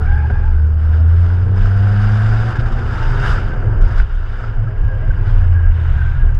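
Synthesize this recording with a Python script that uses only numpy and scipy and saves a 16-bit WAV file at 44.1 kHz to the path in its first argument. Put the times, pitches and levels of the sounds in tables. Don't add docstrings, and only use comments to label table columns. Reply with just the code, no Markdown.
import sys
import numpy as np
from scipy import signal
from scipy.fft import rfft, irfft
from scipy.io import wavfile
from scipy.ndimage import uniform_filter1d

SR = 44100
rng = np.random.default_rng(int(sys.argv[2]) if len(sys.argv) > 2 else 0)


def volts(x):
    e = np.asarray(x, float) / 20
    return 10 ** e


def waveform_to_disk(signal):
    frames = np.transpose(np.atleast_2d(signal))
    scaled = np.clip(frames, -1, 1) * 32767
    samples = np.round(scaled).astype(np.int16)
    wavfile.write(sys.argv[1], SR, samples)


N = 281799
TIME = np.arange(N) / SR

# time_s, firing_hz
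PULL_HZ = [(0, 74), (.6, 75.6), (.9, 78.4), (1.05, 81.2), (1.2, 85.8), (1.75, 97.6), (2.55, 113.9),
           (3.05, 124.7), (3.45, 132.6), (3.75, 137)]
# time_s, level_db
PULL_LOAD = [(0, -3), (.2, -2), (0.4, -6.5), (0.64, -1), (.8, -6.5), (1.2, 0), (2.45, 0), (2.55, -3.5),
             (2.95, -5.5), (3.4, -6.5), (3.6, -3.5), (3.75, -11)]
# time_s, firing_hz
SLOW_HZ = [(4.35, 108), (4.65, 104), (4.95, 95.3), (5.25, 91.4), (5.55, 84.8), (6, 77.5), (6.39, 73.5)]
# time_s, level_db
SLOW_LOAD = [(4.35, -30), (4.6, -13), (4.72, -20), (4.9, -9), (5.33, -5.5), (5.5, -0.5), (5.8, -10.5),
             (6.1, -10), (6.2, -16), (6.39, -5)]
# multiple, level_db
ORDERS = [(1, 0), (2, 0), (3, -3), (4, -12.5), (5, -7.5), (6, -8.5), (7.2, 1)]
# pitch_hz, width_hz, level_db
BODY = [(78.8, 7.6, -12.5), (80.9, 13.9, -6), (103.1, 23.6, -11), (127.2, 5.3, -15.5), (173.3, 20, -34),
        (191, 13, -31.5), (207, 28, -28.5), (232.9, 9.1, -34), (241.3, 6.8, -30), (275, 40, -40),
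        (333, 17, -42), (347, 20, -36.5), (373, 17, -37.5), (464, 57, -35.5), (710, 97, -41),
        (895, 28, -36)]
# time_s, length_s, level_db
LIFTS = [
    (2.53, 0.022, -12.5),
    (2.972, 0.025, -5),
]
# time_s, level_db
MESH_SWELL = [(0, -8), (1.7, -6), (1.85, 0), (2.05, 3), (2.2, -1), (2.45, -1), (2.62, -6), (2.77, 8),
              (2.9, 3), (3.05, 6), (3.2, 8), (3.45, 6), (3.6, -6)]
# time_s, level_db
SECOND_MESH = [(1.9, -15), (2.15, -2), (2.3, 0), (2.45, 4), (2.6, 2.5), (2.78, 10), (2.95, -10), (3.1, -33)]
# time_s, level_db
WHEELSPIN = [(2.95, -40), (3.1, -7), (3.25, 4.5), (3.4, -3), (3.55, -16), (3.7, -35)]

# time_s, length_s, level_db
WOBBLES = [(.04, 0.12, -8), (.46, 0.13, -12.5), (1.65, 0.056, -9.5), (2.1, 0.047, -15.5),
           (2.37, 0.085, -15.5), (2.7, 0.1, -15), (3.08, 0.068, -13.5), (3.31, 0.16, -13),
           (3.5, 0.051, -18), (3.62, 0.2, -16), (3.83, 0.061, -6.5), (4, 0.062, -9), (4.16, 0.082, -14.5),
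           (4.56, 0.071, -14), (4.84, 0.06, -11), (5.06, 0.11, -12.5), (5.3, 0.09, -7), (5.47, 0.12, -13.5),
           (5.67, 0.061, -8.5), (5.94, 0.065, -15.5), (6.19, 0.13, -8.5), (6.34, 0.077, -7)]
# time_s, length_s, level_db
BUFFETS = [(.05, 0.08, -31), (1.75, 0.12, -22.5), (2.3, 0.1, -25.5), (2.75, 0.39, -22.5),
           (3.28, 0.18, -21.5), (3.5, 0.022, -13.5), (3.62, 0.026, -27), (3.85, 0.19, -17),
           (4.03, 0.028, -15.5), (4.24, 0.075, -22), (4.97, 0.033, -29), (5.13, 0.057, -14),
           (5.41, 0.052, -18.5), (5.73, 0.019, -18), (5.96, 0.066, -12), (6.24, 0.05, -16.5)]
# pitch_hz, level_db (per Hz)
BUFFET_COLOUR = [(15, -2), (48, -1), (65, 5), (90, -6.5), (128, -14), (143, -17), (200, -28.5),
                 (300, -46.5), (900, -120)]
# time_s, length_s, level_db
BOOMS = [(0, 0.04, -16), (.17, 0.13, -24.5), (.33, 0.061, -15.5), (.45, 0.044, -22), (1.48, 0.12, -20.5),
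         (1.65, 0.055, -24), (2, 0.21, -29), (2.5, 0.21, -29.5), (3.06, 0.26, -20.5), (3.35, 0.15, -20),
         (3.69, 0.099, -16), (3.88, 0.15, -19.5), (4.31, 0.035, -24.5), (4.5, 0.059, -23),
         (4.64, 0.08, -19.5), (4.86, 0.056, -18), (5.05, 0.12, -22.5), (5.3, 0.11, -18), (5.52, 0.094, -22),
         (5.8, 0.031, -20), (5.94, 0.1, -22.5), (6.06, 0.032, -26), (6.22, 0.17, -23)]
# time_s, pitch_hz
DOOR_HZ = [(0, 106), (3.7, 101.1), (4.4, 108.4), (6.39, 115.2)]

# time_s, level_db
AIRFLOW = [(0, -51.5), (.3, -53.5), (.52, -54.5), (.78, -59), (.95, -57.5), (1.53, -53.5), (1.6, -50.5),
           (2.05, -43.5), (2.46, -43), (2.54, -49), (2.8, -48), (2.95, -43), (3.2, -42), (3.42, -45),
           (3.56, -49.5), (3.8, -52), (3.83, -51.5), (4.6, -55), (5.2, -51.5), (5.8, -52), (6.39, -54.5)]
# time_s, length_s, level_db
GUSTS = [(.307, 0.011, -57), (.84, 0.06, -54), (.96, 0.073, -52.5), (1.1, 0.02, -54), (1.25, 0.21, -52),
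         (1.58, 0.025, -50), (1.65, 0.069, -47.5), (2.03, 0.024, -50.5), (2.508, 0.025, -44),
         (2.564, 0.014, -44.5), (2.603, .014, -44), (2.674, 0.02, -46), (2.729, 0.01, -46),
         (2.79, 0.017, -48.5), (2.83, .015, -53), (3.11, 0.0093, -53.5), (3.29, 0.089, -38),
         (3.36, 0.012, -50), (3.825, 0.012, -48), (3.85, 0.03, -55), (3.9, 0.077, -47.5),
         (3.99, 0.034, -43), (4.4, 0.17, -52), (4.45, .05, -53.5), (5.29, 0.055, -50.5), (5.4, 0.087, -51),
         (5.8, 0.043, -57.5), (6, 0.32, -49.5)]
# pitch_hz, level_db (per Hz)
HISS_SLOPE = [(500, 0), (1000, 8.5), (1200, -3), (2000, 0.5), (2500, -5), (3300, -8), (4200, -15.5),
              (6000, -19), (8500, -30), (11000, -43), (13000, -55), (15000, -59)]
# pitch_hz, width_hz, level_db
CAVITIES = [(1408.5, 230, 17), (1600, 187, 12.5), (2865, 160, 9.5), (3610, 33, 7), (4936, 680, 12),
            (6540, 230, 4.5), (7570, 350, 8), (9870, 1600, 10)]
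# time_s, level_db
GAP = [(0, 3), (3.5, 0.5), (3.56, -5), (3.8, -5), (3.82, -2), (4.1, 4.5), (4.5, 0.5), (4.6, -1.5),
       (5.15, -2), (5.3, 2), (5.5, -5.5), (5.7, -7), (5.73, 1.5), (6.1, 1.5), (6.25, -2.5), (6.39, -1.5)]
# time_s, level_db
ROAD = [(0, -40.5), (.6, -41), (1.2, -37), (2.2, -34), (3.3, -31.5), (3.75, -31), (4.5, -38), (5.3, -36),
        (5.8, -40), (6.39, -44)]
# time_s, length_s, level_db
PATCHES = [(0, 0.028, -28), (.1, .02, -47), (.26, 0.023, -41), (.307, 0.0081, -25), (.39, 0.043, -40),
           (.96, 0.14, -40), (1.52, 0.074, -37.5), (2.33, 0.034, -45), (2.48, 0.056, -33),
           (2.77, 0.033, -49), (2.94, 0.013, -31), (3, .03, -40), (3.11, 0.027, -42), (6.25, 0.039, -36.5)]
# pitch_hz, level_db (per Hz)
DRONE_COLOUR = [(90, -14), (150, 1), (210, -3.5), (280, -9.5), (400, -5.5), (550, -12), (800, -12.5),
                (1200, -16.5), (1700, -62.5), (4000, -110)]
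# pitch_hz, width_hz, level_db
PANELS = [(337.3, 36, -11.5), (407.6, 6.4, -10.5), (512.3, 61, -13), (647, 30, -15), (729.5, 28, -16)]

# pitch_hz, level_db
WHINE = [(14745, -85.5), (14804, -93.5)]
# time_s, level_db
FAINT_HISS = [(0, -95.5), (.36, -93.5), (.4, -83), (1.4, -82.5), (1.5, -87), (2.2, -80.5), (3.4, -82),
              (3.7, -85.5), (4.9, -87.5), (5.3, -84), (5.7, -88), (6.39, -84)]

# time_s, length_s, pitch_hz, level_db
SLIP_LOW = [(.015, 0.019, 748, -36.5), (.05, 0.015, 722, -36), (.09, 0.015, 820, -39),
            (.13, .05, 800, -35.5), (.17, 0.012, 858, -40), (.2, 0.058, 840, -37.5), (.25, 0.015, 860, -32),
            (.325, 0.027, 852, -42), (.36, 0.0032, 835, -31), (.39, 0.02, 870, -43), (.44, 0.021, 825, -42),
            (.47, 0.036, 886, -37.5), (.52, 0.027, 846, -46)]
# time_s, length_s, pitch_hz, level_db
SLIP_HIGH = [(.03, 0.036, 1417, -35), (.085, 0.021, 1600, -33.5), (.13, 0.069, 1590, -32),
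             (.19, 0.026, 1590, -33), (.26, 0.025, 1624, -34.5), (.312, 0.03, 1600, -34.5),
             (.37, 0.045, 1662, -37.5), (.445, 0.026, 1623, -39.5), (.51, 0.04, 1620, -49),
             (.58, .05, 1528, -41.5), (.64, 0.03, 1500, -48)]
# time_s, length_s, pitch_hz, level_db
SLIP_TOP = [(.07, 0.017, 2310, -45), (.12, 0.012, 2215, -45), (.2, 0.047, 2287, -47),
            (.275, 0.013, 2516, -51), (.4, 0.11, 2400, -52)]
# time_s, length_s, pitch_hz, level_db
SCRUB = [(4.68, 0.022, 1620, -42), (4.76, 0.037, 1600, -50), (4.84, 0.081, 1640, -45.5),
         (4.92, 0.053, 1622, -39), (5.04, 0.024, 1590, -38), (5.11, 0.0092, 1562, -33.5),
         (5.19, 0.035, 1614, -42.5), (5.28, 0.069, 1534, -41.5), (5.36, 0.026, 1600, -51),
         (5.43, 0.019, 1684, -40), (5.58, 0.029, 1615, -35), (5.66, 0.035, 1600, -36),
         (5.82, .04, 1644, -44), (5.9, 0.019, 1620, -44), (5.98, 0.029, 1614, -38.5),
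         (6.02, 0.012, 1522, -30.5), (6.07, 0.038, 1566, -35.5), (6.13, 0.022, 1550, -44),
         (6.22, 0.032, 1647, -38), (6.29, 0.02, 1584, -38), (6.33, 0.014, 1590, -46)]
# time_s, length_s, pitch_hz, level_db
CHIRPS = [(3.515, .008, 1567, -35), (3.533, 0.011, 1556, -30), (4.675, 0.0078, 1300, -39),
          (5.02, 0.0069, 1945, -49.5), (5.04, 0.0099, 2063, -48), (6.17, 0.022, 1450, -38)]
# time_s, length_s, pitch_hz, level_db
HUM_LOW = [(4.43, .04, 416, -43), (4.5, .05, 405, -43), (4.65, 0.036, 522, -45), (4.75, .03, 518, -44),
           (4.94, .04, 515, -37), (5.1, 0.04, 517, -45), (5.35, .04, 522, -46)]
# time_s, length_s, pitch_hz, level_db
HUM_HIGH = [(4.59, .03, 678, -44), (4.64, .03, 643, -48), (4.72, .03, 637, -40.5), (4.97, .03, 625, -46),
            (5.04, .025, 632, -37), (5.12, .015, 700, -43), (5.34, 0.018, 724, -45)]

# start_s, peak_db, swing_hz, first_swing (1 up, -1 down)
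BUMPS = [
    (0.3, -5, 73, 1),
    (2.585, -5, 87.5, 1),
    (3.291, -5.5, 58, -1),
    (3.8, -28, 40, 1),
    (3.9913, -1.5, 45.6, 1),
    (4.833, -5, 56.6, -1),
]
# start_s, peak_db, extra_db (modes below 1.4 kHz)
KNOCKS = [
    (0.3008, -12, 5),
    (2.5565, -14, -3),
    (2.602, -28, 0),
    (2.66, -18, -3),
    (2.728, -24, 0),
    (3.515, -27, -6),
    (3.9992, -9.5, -4),
    (5.107, -32, -6),
    (6.013, -28, -6),
]
# pitch_hz, level_db, t60_s
KNOCK_MODES = [(420, -9, 0.018), (700, -1.5, 0.016), (980, -2, 0.013), (1300, -9, 0.013), (1590, 12, 0.021),
               (2250, -3, 0.019), (2800, -14.5, .012), (3600, -15, 0.01)]
# start_s, peak_db
GRIT = [(0.67, -50), (3.8143, -43), (3.8245, -38), (4.149, -49), (4.7943, -53), (4.8348, -49.5),
        (5.2683, -49), (5.3024, -49), (6.2792, -48), (6.2925, -63), (6.3098, -51), (6.326, -63),
        (6.347, -42), (6.3615, -51)]


def evened(x):
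    return x / np.sqrt(np.mean(x ** 2) + 1e-20)


def read(points, hz):
    f, value = np.transpose(points)
    return np.interp(np.log(hz + 1), np.log(f + 1), value)


def curves(rows, t=TIME):
    s, *columns = np.transpose(rows)
    since_start = t - s[0] + 0.05 * (s[0] < 0.01)
    until_end = s[-1] - t + 0.05
    on = np.clip(np.minimum(since_start, until_end) / 0.05, 0, 1)
    return [np.interp(t, s, c) for c in columns], on


def level_db(rows):
    return curves(rows)[0][0]


def surges(rows, rest_db):
    t = TIME[::32]
    swell = sum(volts(2 * db) * np.exp(-((t - s) / length) ** 2 * 2) for s, length, db in rows)
    return 10 * np.log10(volts(2 * rest_db) + np.interp(TIME, t, swell))


def wander(top_hz):
    low_pass = signal.butter(2, top_hz, fs=SR / 64)
    coarse = signal.lfilter(*low_pass, rng.standard_normal(N // 64 + 300))[298:]
    return np.interp(TIME, np.arange(len(coarse)) * 64 / SR, evened(coarse))


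def resonate(x, hz, width_hz):
    turn = np.exp(2j * np.pi * np.cumsum(hz * np.ones(len(x))) / SR)
    r = np.exp(-np.pi * width_hz / SR)
    return 2 * (turn * signal.lfilter([(1 - r) ** 2], [1, -2 * r, r * r], x / turn)).real


def steadied(x, seconds, share):
    power = uniform_filter1d(x ** 2, int(seconds * SR))
    return evened(x / (abs(power) + 0.0075 * power.mean()) ** (share / 2))


def noise(db_of, frame, patchy_db, flicker_db):
    hop = frame // 4
    frames, hz = N // hop + 5, np.fft.rfftfreq(frame, 1 / SR)
    a, b, patches = rng.standard_normal((frames, len(hz), 3)).T
    patches = uniform_filter1d(patches, size=5, axis=0)
    patches = evened(uniform_filter1d(patches, size=12, axis=1))
    flicker = evened(uniform_filter1d(rng.standard_normal(frames), size=3))
    db = db_of(hz[:, None], np.arange(frames) * hop / SR)
    db = db + patchy_db * patches + flicker_db * flicker
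    return signal.istft((a + 1j * b) * volts(db), nperseg=frame, noverlap=frame - hop)[1][:N]


def through_body(hz):
    return np.sqrt(sum(volts(2 * db) / (1 + (2 * (hz - f) / w) ** 2) ** 2 for f, w, db in BODY))


def engine(speed, load, orders, jitter, rough_db, top_db=0):
    (hz,), on = curves(speed)
    turns = np.cumsum(hz * (1 + jitter * wander(7.3))) / SR
    tones = []
    for k, db in orders:
        path = np.repeat(through_body(k * hz[::64]), 64)[:N]
        rough = volts(db + rough_db * np.sqrt(k) * wander(12))
        tones.append(path * rough * np.sin(2 * np.pi * (k * turns + rng.random())))
    tones[-1] = tones[-1] * volts(top_db)
    slack_db = sum(db * np.exp(-((TIME - s) / length) ** 2) for s, length, db in LIFTS)
    return np.sqrt(2) * on * volts(level_db(load) + slack_db) * sum(tones)


def drivetrain():
    motor = engine(PULL_HZ, PULL_LOAD, ORDERS, 0.0015, 0.5, level_db(MESH_SWELL))
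    motor += engine(SLOW_HZ, SLOW_LOAD, [(1, 0), (2, -5)], 0.003, 0.8)
    motor += engine(PULL_HZ, SECOND_MESH, [(6.64, 0)], 0.002, 0.6)
    motor += engine(PULL_HZ, WHEELSPIN, [(3, 0)], 0.003, 1)
    return motor


def shake():
    mount = steadied(resonate(rng.standard_normal(N), 29.5, 6.7), 0.16, 0.66)
    mount *= volts(surges(WOBBLES, -23) - 0.5)

    wind = noise(lambda hz, t: read(BUFFET_COLOUR, hz) + 0 * t, 4096, 0.6, 4)
    wind = steadied(wind, 0.05, 0.75) * volts(surges(BUFFETS, -25.5) - 0.5)

    door = rng.standard_normal(N)
    for _ in range(3):
        door = resonate(door, level_db(DOOR_HZ), 61)
    still_db = -10 * np.exp(-((TIME - 4.17) / 0.07) ** 2)
    door = steadied(door, 0.046, 0.48) * volts(surges(BOOMS, -29.5) + still_db)

    dip_db, dip_s = -8.5, 0.012
    dips_db = sum(dip_db * np.exp(-((TIME - s - 0.5 / hz) / dip_s) ** 2)
                 for s, db, hz, way in BUMPS if db > -12)
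    return volts(dips_db) * (mount + wind + door)


def housing_db(hz):
    return read(HISS_SLOPE, hz) + sum(db / (1 + (2 * (hz - f) / w) ** 2) for f, w, db in CAVITIES)


def air_hiss():
    flow_db = level_db(AIRFLOW)
    hiss_db = surges(GUSTS, flow_db)
    bright_db = -1.5 + 0.1249 * (flow_db + 47) + 0.21 * (hiss_db - flow_db)

    def colour(hz, t):
        now_db = np.interp(t, TIME, hiss_db)
        gap_db = curves(GAP, t)[0][0] * np.where(hz < 4300, 1, 0.3) * (hz > 3200)
        brake_db = -4.5 * np.clip((t - 4.55) / 0.24, 0, 1) / (1 + ((hz - 1420) / 130) ** 2)
        brake_db = brake_db - 4.5 * np.clip((t - 5.6) / 0.2, 0, 1) / (1 + ((hz - 4960) / 300) ** 2)
        treble_db = np.interp(t, TIME, bright_db) * np.clip(np.log2(hz / 3200 + 1e-9) * 12, 0, 1.6)
        top_db = 0.82 * (now_db + 50) * (hz > 10500)
        coast_db = -1.15 * np.maximum(t - 2.6, 0) * (hz > 4300)
        edge_db = (-1.5 + 0.45 * np.minimum(now_db + 53, 2)) * (hz > 3200) * (hz < 4300)
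        return housing_db(hz) + gap_db + brake_db + treble_db + top_db + coast_db + edge_db

    return volts(hiss_db + 13) * evened(noise(colour, 256, 1.3, 0.93))


def road_drone():
    panels = sum(volts(db) * evened(resonate(rng.standard_normal(N), f, w)) for f, w, db in PANELS)
    rolling = evened(noise(lambda hz, t: read(DRONE_COLOUR, hz) + 0 * t, 1024, 0.95, 0.5))
    unloaded_db = -8 * np.exp(-((TIME - 4.146) / 0.18) ** 2)
    return volts(surges(PATCHES, level_db(ROAD)) + unloaded_db) * evened(rolling + panels)


def high_whine():
    whine = np.zeros(N)
    for hz, db in WHINE:
        tone_db = db + 3.5 * wander(6) - 6 * (TIME < 1.6)
        whine += np.sqrt(2) * volts(tone_db) * np.sin(2 * np.pi * hz * TIME)
    return whine


def faint_hiss():
    return volts(level_db(FAINT_HISS) + 5 * wander(12)) * rng.standard_normal(N)


def squeal(rows, width, chop_db):
    s, length, pitch, db = np.transpose(rows)
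    hz = np.interp(TIME, s, pitch) * (1 + 0.006 * wander(20))
    whistle = steadied(resonate(rng.standard_normal(N), hz, width * pitch.mean()), 0.01, 0.96)
    return volts(surges(zip(s, length, db), -90) + chop_db * wander(36)) * whistle


def tyres_and_floor():
    slips = squeal(SLIP_LOW, 0.045, 1.2) + squeal(SLIP_HIGH, 0.07, 1.5)
    slips += volts(-2) * squeal(SLIP_TOP, 0.12, 2)
    braking = squeal(SCRUB, 0.03, 2) + squeal(CHIRPS, 0.015, 1)
    floor_hum = squeal(HUM_LOW, 0.03, 1) + squeal(HUM_HIGH, 0.03, 1)
    return slips + braking + floor_hum


def bumps():
    t, out = np.arange(4096) / SR, np.zeros(N + 4096)
    onset = np.sin(np.pi / 2 * np.minimum(t / 0.007, 1)) ** 2
    for s, db, hz, way in BUMPS:
        swing = np.sin(2 * np.pi * hz * t) * np.exp(-(t * hz / 1.15) ** 4)
        out[round(s * SR):][:4096] += np.sign(way) * volts(db) * swing * onset
    return out[:N]


def knocks():
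    t, out = np.arange(2048) / SR, np.zeros(N + 2048)
    detunes = rng.uniform(0.93, 1.04, (len(KNOCKS), len(KNOCK_MODES)))
    for (s, db, low_db), detune in zip(KNOCKS, detunes):
        ring = np.zeros(2048)
        for (hz, mode_db, t60), d in zip(KNOCK_MODES, detune):
            decay = volts(mode_db + low_db * (hz < 1400) - 60 * t / t60)
            ring += decay * np.sin(2 * np.pi * hz * d * t)
        out[round(s * SR):][:2048] += volts(db + 0.5) * ring / abs(ring).max() * np.minimum(t / 0.0007, 1)
    return out[:N]


def grit():
    t, out = np.arange(2048) / SR, np.zeros(N + 2048)
    shape = volts(-16 * np.log2(np.fft.rfftfreq(2048, 1 / SR) / 5200 + 1e-3) ** 2)
    envelope = volts(-60 * t / 0.018) * np.minimum(t / 0.0004, 1)
    for s, db in GRIT:
        burst = irfft(rfft(rng.standard_normal(2048)) * shape) * envelope
        out[round(s * SR):][:2048] += volts(db + 0.5) * burst / abs(burst).max()
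    return out[:N]


def scene():
    steady = drivetrain() + shake() + air_hiss() + road_drone()
    faint_layers = high_whine() + faint_hiss()
    events = tyres_and_floor() + bumps() + knocks() + grit()
    return (steady + faint_layers + events)[None]


def top_cut(x):
    return signal.sosfilt(signal.butter(12, 15720, fs=SR, output="sos"), x)


def record(dry):
    rounded = dry / (1 + (dry / 0.96) ** 6) ** (1 / 6)
    mix = rounded * np.clip(0.5 + np.minimum(TIME, TIME[::-1]) / 0.028, 0, 1)
    return top_cut(mix)


dry = scene()
out = record(dry)
waveform_to_disk(out)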